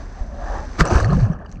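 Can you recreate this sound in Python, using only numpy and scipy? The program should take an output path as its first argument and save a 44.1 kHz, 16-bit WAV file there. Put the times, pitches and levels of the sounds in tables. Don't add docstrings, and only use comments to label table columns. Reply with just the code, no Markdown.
import sys
import numpy as np
from scipy import signal
from scipy.fft import rfft, irfft
from scipy.io import wavfile
from scipy.ndimage import uniform_filter1d

SR = 44100
rng = np.random.default_rng(int(sys.argv[2]) if len(sys.argv) > 2 else 0)


def output_pcm(signal):
    pcm = np.clip(np.atleast_2d(signal).T, -1, 1) * 32767
    wavfile.write(sys.argv[1], SR, np.round(pcm).astype(np.int16))


N = 70560
T = np.arange(N) / SR


def undb(db):
    return 10 ** (np.asarray(db) / 20)


def unit(x):
    return x / np.sqrt(np.mean(x ** 2))


def curve(table, column=1):
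    rows = np.array(table)
    return np.interp(T, rows[:, 0], rows[:, column])


def during(table):
    return np.clip(1 + np.minimum(T - table[0][0], table[-1][0] - T) / .02, 0, 1)


def colour(x, spectrum):
    hz, db = np.array(spectrum).T
    f = np.maximum(np.fft.rfftfreq(N, 1 / SR), 1)
    skirts = np.minimum(f / hz[0], 1) ** 2 * np.minimum(hz[-1] / f, 1) ** 4
    gain = undb(np.interp(np.log(f), np.log(hz), db))
    return unit(irfft(rfft(x) * skirts * gain, N))


def walk(rate):
    hold = int(SR / rate)
    steps = np.repeat(rng.standard_normal(N // hold + 1), hold)
    return unit(uniform_filter1d(uniform_filter1d(steps, hold), hold)[:N])


def add(out, start, sound):
    i = int(np.clip(start * SR, 0, N - 1))
    out[i:i + len(sound)] += sound[:N - i]


def ring(hz, t60, attack_s, glide=0):
    t = np.arange(int(t60 * SR) + 2) / SR
    envelope = (1 - np.exp(-t / attack_s)) * np.exp(-np.log(1000) * t / t60)
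    return envelope * np.sin(2 * np.pi * hz * t * (1 + glide * t / t60 / 2))


def resonance(hz, width_hz):
    phase = 2 * np.pi * np.cumsum(hz * np.ones(N)) / SR
    return unit(walk(2 * width_hz) * np.sin(phase) + walk(2 * width_hz) * np.cos(phase))


def bubbles(per_s, low_hz, high_hz, cycles, scatter_db):
    out = np.zeros(N)
    for when, size, strength, life in rng.random((12000, 4))[:int(per_s * N / SR)]:
        hz = low_hz * (high_hz / low_hz) ** size
        db = -scatter_db * np.log(max(strength, .02))
        blip = ring(hz, t60=cycles * (.5 + life) / hz, attack_s=.7 / hz, glide=.38)
        add(out, when * N / SR, hz * undb(db) * blip)
    return unit(out)


# f/Hz, relative level/dB
SPRAY_SPECTRUM = [(100, 2.5), (320, 6), (600, -14), (900, -9), (1200, 6), (1700, -7), (2000, -6.5),
                  (2350, -12.5), (3200, -18.5), (4600, -11.5), (6500, -17.5), (8300, -25.5), (10500, -53),
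                  (13000, -35), (16000, -45)]
SLAP_SPECTRUM = [(300, -1.5), (1000, 5), (1700, 8.5), (2800, -3), (5000, -17), (9000, -34)]
# f/Hz, bandwidth/Hz, relative level/dB
CASE_MODES = [(1208, 50, -11), (2283, 60, -17)]
def splash():
    entry_s, slap_rise_s = .807, .0011
    spray_start_s, spray_fade_s = .776, .017

    def swell(rise_db_s, fall_db_s=911):
        return undb(-12.5 + np.minimum(rise_db_s * (T - entry_s), fall_db_s * (entry_s - T)))

    drops = bubbles(6000, 112.5, 12800, cycles=6, scatter_db=2)
    spray = colour(drops + undb(.5) * rng.standard_normal(N), SPRAY_SPECTRUM)
    ringing = sum(undb(db) * resonance(hz, width) for hz, width, db in CASE_MODES)
    onset = np.clip((T - spray_start_s) / spray_fade_s, 0, 1)
    age = np.maximum(T - entry_s, 0) / slap_rise_s
    slap = colour(rng.standard_normal(N), SLAP_SPECTRUM) * age * np.exp(1 - age)
    return (spray * swell(760) + ringing * swell(453)) * onset + undb(-8.5) * slap


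# t/s, gurgle level/dB, fizz level/dB
CLOUD_LEVELS = [(.8, -24.5, -63), (.835, -27, -68), (.86, -21, -37.5), (.895, -24, -39), (.92, -17.5, -34),
                (.96, -19.5, -35.5), (.99, -23.5, -36), (1.03, -28, -41.5), (1.075, -29.5, -51.5),
                (1.105, -23.5, -46.5), (1.16, -34.5, -47), (1.23, -33, -48), (1.3, -37.5, -61),
                (1.39, -43, -72.5), (1.44, -41, -74), (1.52, -49, -61), (1.6, -48.5, -72.5)]
# f/Hz, relative level/dB
GURGLE_SPECTRUM = [(150, -11.5), (260, -0.5), (430, 2.5), (700, 2.5), (950, -5), (1200, 0), (1450, -7.5),
                   (1700, -3.5), (2050, -26.5), (2800, -21.5), (3600, -36), (6000, -66)]
FIZZ_SPECTRUM = [(1800, 8.5), (2700, 3), (3400, -6), (4400, 5), (5200, 0.5), (6100, 6.5), (7000, -3.5),
                 (8400, -8), (10500, -38), (13000, -30), (16000, -33)]
def cloud():
    large = bubbles(2700, 188.7, 3386, cycles=16.1, scatter_db=2)
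    small = bubbles(1800, 2000, 14000, cycles=20, scatter_db=3.5)
    hiss = undb(2) * rng.standard_normal(N)
    gurgle = colour(large, GURGLE_SPECTRUM) * undb(curve(CLOUD_LEVELS))
    fizz = colour(small + hiss, FIZZ_SPECTRUM) * undb(curve(CLOUD_LEVELS, column=2))
    spurts = undb(1.35 * walk(80))
    return (gurgle + fizz) * spurts * during(CLOUD_LEVELS)


# t/s, f/Hz, level/dB, T60/s
AIR_POCKETS = [(0.209, 41.7, -14.5, 0.16), (.796, 158, -10.5, 0.086), (.81, 166.6, -6.5, 0.08),
               (0.81, 50, -2.5, 0.078), (.909, 352, -12, 0.083), (0.92, 205, -10.5, 0.059),
               (0.92, 85, -4.5, 0.057), (0.954, 66.7, -3, 0.075), (1.01, 63.6, -8.5, 0.11),
               (1.265, 204.6, -20, 0.096), (1.3, 157, -5.5, 0.059)]
def glugs():
    out = np.zeros(N)
    for start, hz, db, t60 in AIR_POCKETS:
        add(out, start, np.sqrt(2) * undb(db) * ring(hz, t60, attack_s=.0031))
    return out


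# t/s, f/Hz, level/dB
EDDY_TONE = [(.95, 92.3, -42), (1.03, 99.6, -19.5), (1.08, 114.5, -13), (1.105, 168.3, -20),
             (1.14, 201.1, -19), (1.19, 155.6, -18.5), (1.23, 121.6, -12), (1.265, 97.5, -18.5),
             (1.29, 85, -34)]
def throb():
    hz = curve(EDDY_TONE) * (1 + .028 * walk(70))
    tone = np.sqrt(2) * np.sin(2 * np.pi * np.cumsum(hz) / SR)
    flicker_db = 2 * walk(70.48)
    return tone * undb(curve(EDDY_TONE, column=2) + flicker_db) * during(EDDY_TONE)


# t/s, f/Hz, level before the wall/dB, T60/s
BURSTS = [(.852, 1324, -13, .016), (.854, 7790, -16, 0.0053), (0.8754, 5910, -23, 0.015),
          (.8837, 5980, -23.5, 0.017), (.956, 1530, -18, 0.028), (1.001, 1610, -12.5, 0.015),
          (1.045, 1740, -11.5, 0.0085), (1.051, 4360, -32.5, 0.03), (1.104, 4170, -32, 0.018),
          (1.13, 1042, -21, 0.055), (1.174, 503, -26.5, 0.1), (1.33, 5780, -46, 0.029),
          (1.389, 1710, -42, 0.049), (1.448, 1740, -41.5, 0.046), (1.461, 2900, -42.5, 0.021),
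          (1.462, 4650, -43.5, 0.013), (1.4934, 4420, -35, .003), (1.5156, 5750, -26, 0.0029),
          (1.525, 6660, -27.5, 0.0032), (1.557, 2670, -39, 0.0076), (1.57, 2350, -42, 0.0093)]
def pops():
    crack_db, crack_decay_s, wall_cutoff_hz = -20.5, .0037, 9800
    out = np.zeros(N)
    crackle = colour(rng.standard_normal(N), FIZZ_SPECTRUM)
    for start, hz, db, t60 in BURSTS:
        age = np.maximum(T - start, 0)
        out += undb(db + crack_db) * crackle * (T > start) * np.exp(-age / crack_decay_s)
        add(out, start, np.sqrt(2) * undb(db) * ring(hz, t60, attack_s=.00079, glide=.05))
    return signal.sosfilt(signal.butter(10, wall_cutoff_hz, fs=SR, output="sos"), out)


# f/Hz, relative level/dB
WAKE_SPECTRUM = [(70, -8), (120, 5.5), (190, 1), (260, -23), (400, -32.5)]
# t/s, level/dB
WAKE_LEVEL = [(.8, -23), (.88, -31.5), (.95, -20), (1.03, -30.5), (1.14, -19), (1.25, -30.5), (1.36, -38),
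              (1.48, -41.5), (1.6, -41.5)]
def churn():
    wake = colour(bubbles(350, 80, 350, cycles=8.2, scatter_db=.5), WAKE_SPECTRUM)
    return wake * undb(curve(WAKE_LEVEL)) * during(WAKE_LEVEL)


# t/s, level/dB, hollow resonance f/Hz
WASH_SWELL = [(0, -42.5, 620), (.07, -60.5, 680), (.19, -45.5, 760), (.26, -53.5, 720), (.37, -44.5, 700),
              (.44, -36.5, 735), (.52, -32.5, 785), (.575, -30, 835), (.62, -39.5, 850), (.7, -58, 830)]
# f/Hz, relative level/dB
FOAM_SPECTRUM = [(200, -8), (420, -8.5), (570, 0.5), (720, -7.5), (1150, -5), (1450, -14), (1700, -4.5),
                 (2100, -31), (6000, -35), (9000, -52)]
# t/s, level/dB
TROUGH_ENVELOPE = [(.2, -50), (.32, -43.5), (.4, -39.5), (.49, -43.5), (.6, -44), (.66, -43.5)]
def wash():
    hollow = undb(-.5) * resonance(curve(WASH_SWELL, column=2), width_hz=85)
    foam = undb(-1) * colour(bubbles(4000, 252, 7830, cycles=11.8, scatter_db=.5), FOAM_SPECTRUM)
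    trough = resonance(590.7, width_hz=76) * undb(curve(TROUGH_ENVELOPE)) * during(TROUGH_ENVELOPE)
    return (hollow + foam) * undb(curve(WASH_SWELL)) * during(WASH_SWELL) + trough


# f/Hz, relative level/dB
SURF_SPECTRUM = [(120, -28), (180, -4), (260, 1.5), (450, -5), (660, -8), (800, -5), (1230, -10),
                 (1750, -8.5), (2100, -16), (3000, -25), (4400, -22), (5400, -21.5), (6200, -27),
                 (7500, -29), (9000, -42.5), (11700, -69)]
# t/s, level/dB
SURF_ENVELOPE = [(0, -42), (.04, -44.5), (.08, -47), (.2, -44.5), (.3, -49), (.4, -45), (.55, -39.5),
                 (.68, -42), (.8, -39.5), (.9, -48)]
def surf():
    spatter = undb(-7) * bubbles(1500, 312, 9100, cycles=7, scatter_db=2.5)
    roar = colour(rng.standard_normal(N) + spatter, SURF_SPECTRUM)
    sheen = undb(-17) * resonance(6060, width_hz=390)
    flicker_db = .51 * walk(18.8)
    return (roar + sheen) * undb(curve(SURF_ENVELOPE) + flicker_db) * during(SURF_ENVELOPE)


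# f/Hz, relative level/dB
ROCKING_SPECTRUM = [(12, -33), (28, 1), (52, 1), (80, -7), (130, -18.5), (220, -17), (400, -35)]
# t/s, level/dB
ROCKING_LEVEL = [(0, -29.5), (.16, -33.5), (.3, -28.5), (.45, -29.5), (.58, -26), (.68, -28), (.77, -34),
                 (.89, -34), (.95, -20), (1.07, -27), (1.16, -11.5), (1.26, -30), (1.36, -26),
                 (1.48, -37.5), (1.6, -26)]
def rumble():
    return colour(rng.standard_normal(N), ROCKING_SPECTRUM) * undb(curve(ROCKING_LEVEL))


def scene():
    return (surf() + wash() + rumble() + splash() + cloud() + churn() + throb() + glugs() + pops())[None]


def record(dry):
    lowpass = signal.ellip(8, .2, 70, 15800, fs=SR, output="sos")
    return signal.sosfilt(lowpass, np.clip(dry, -1, 1))


dry = scene()
out = record(dry)
output_pcm(out)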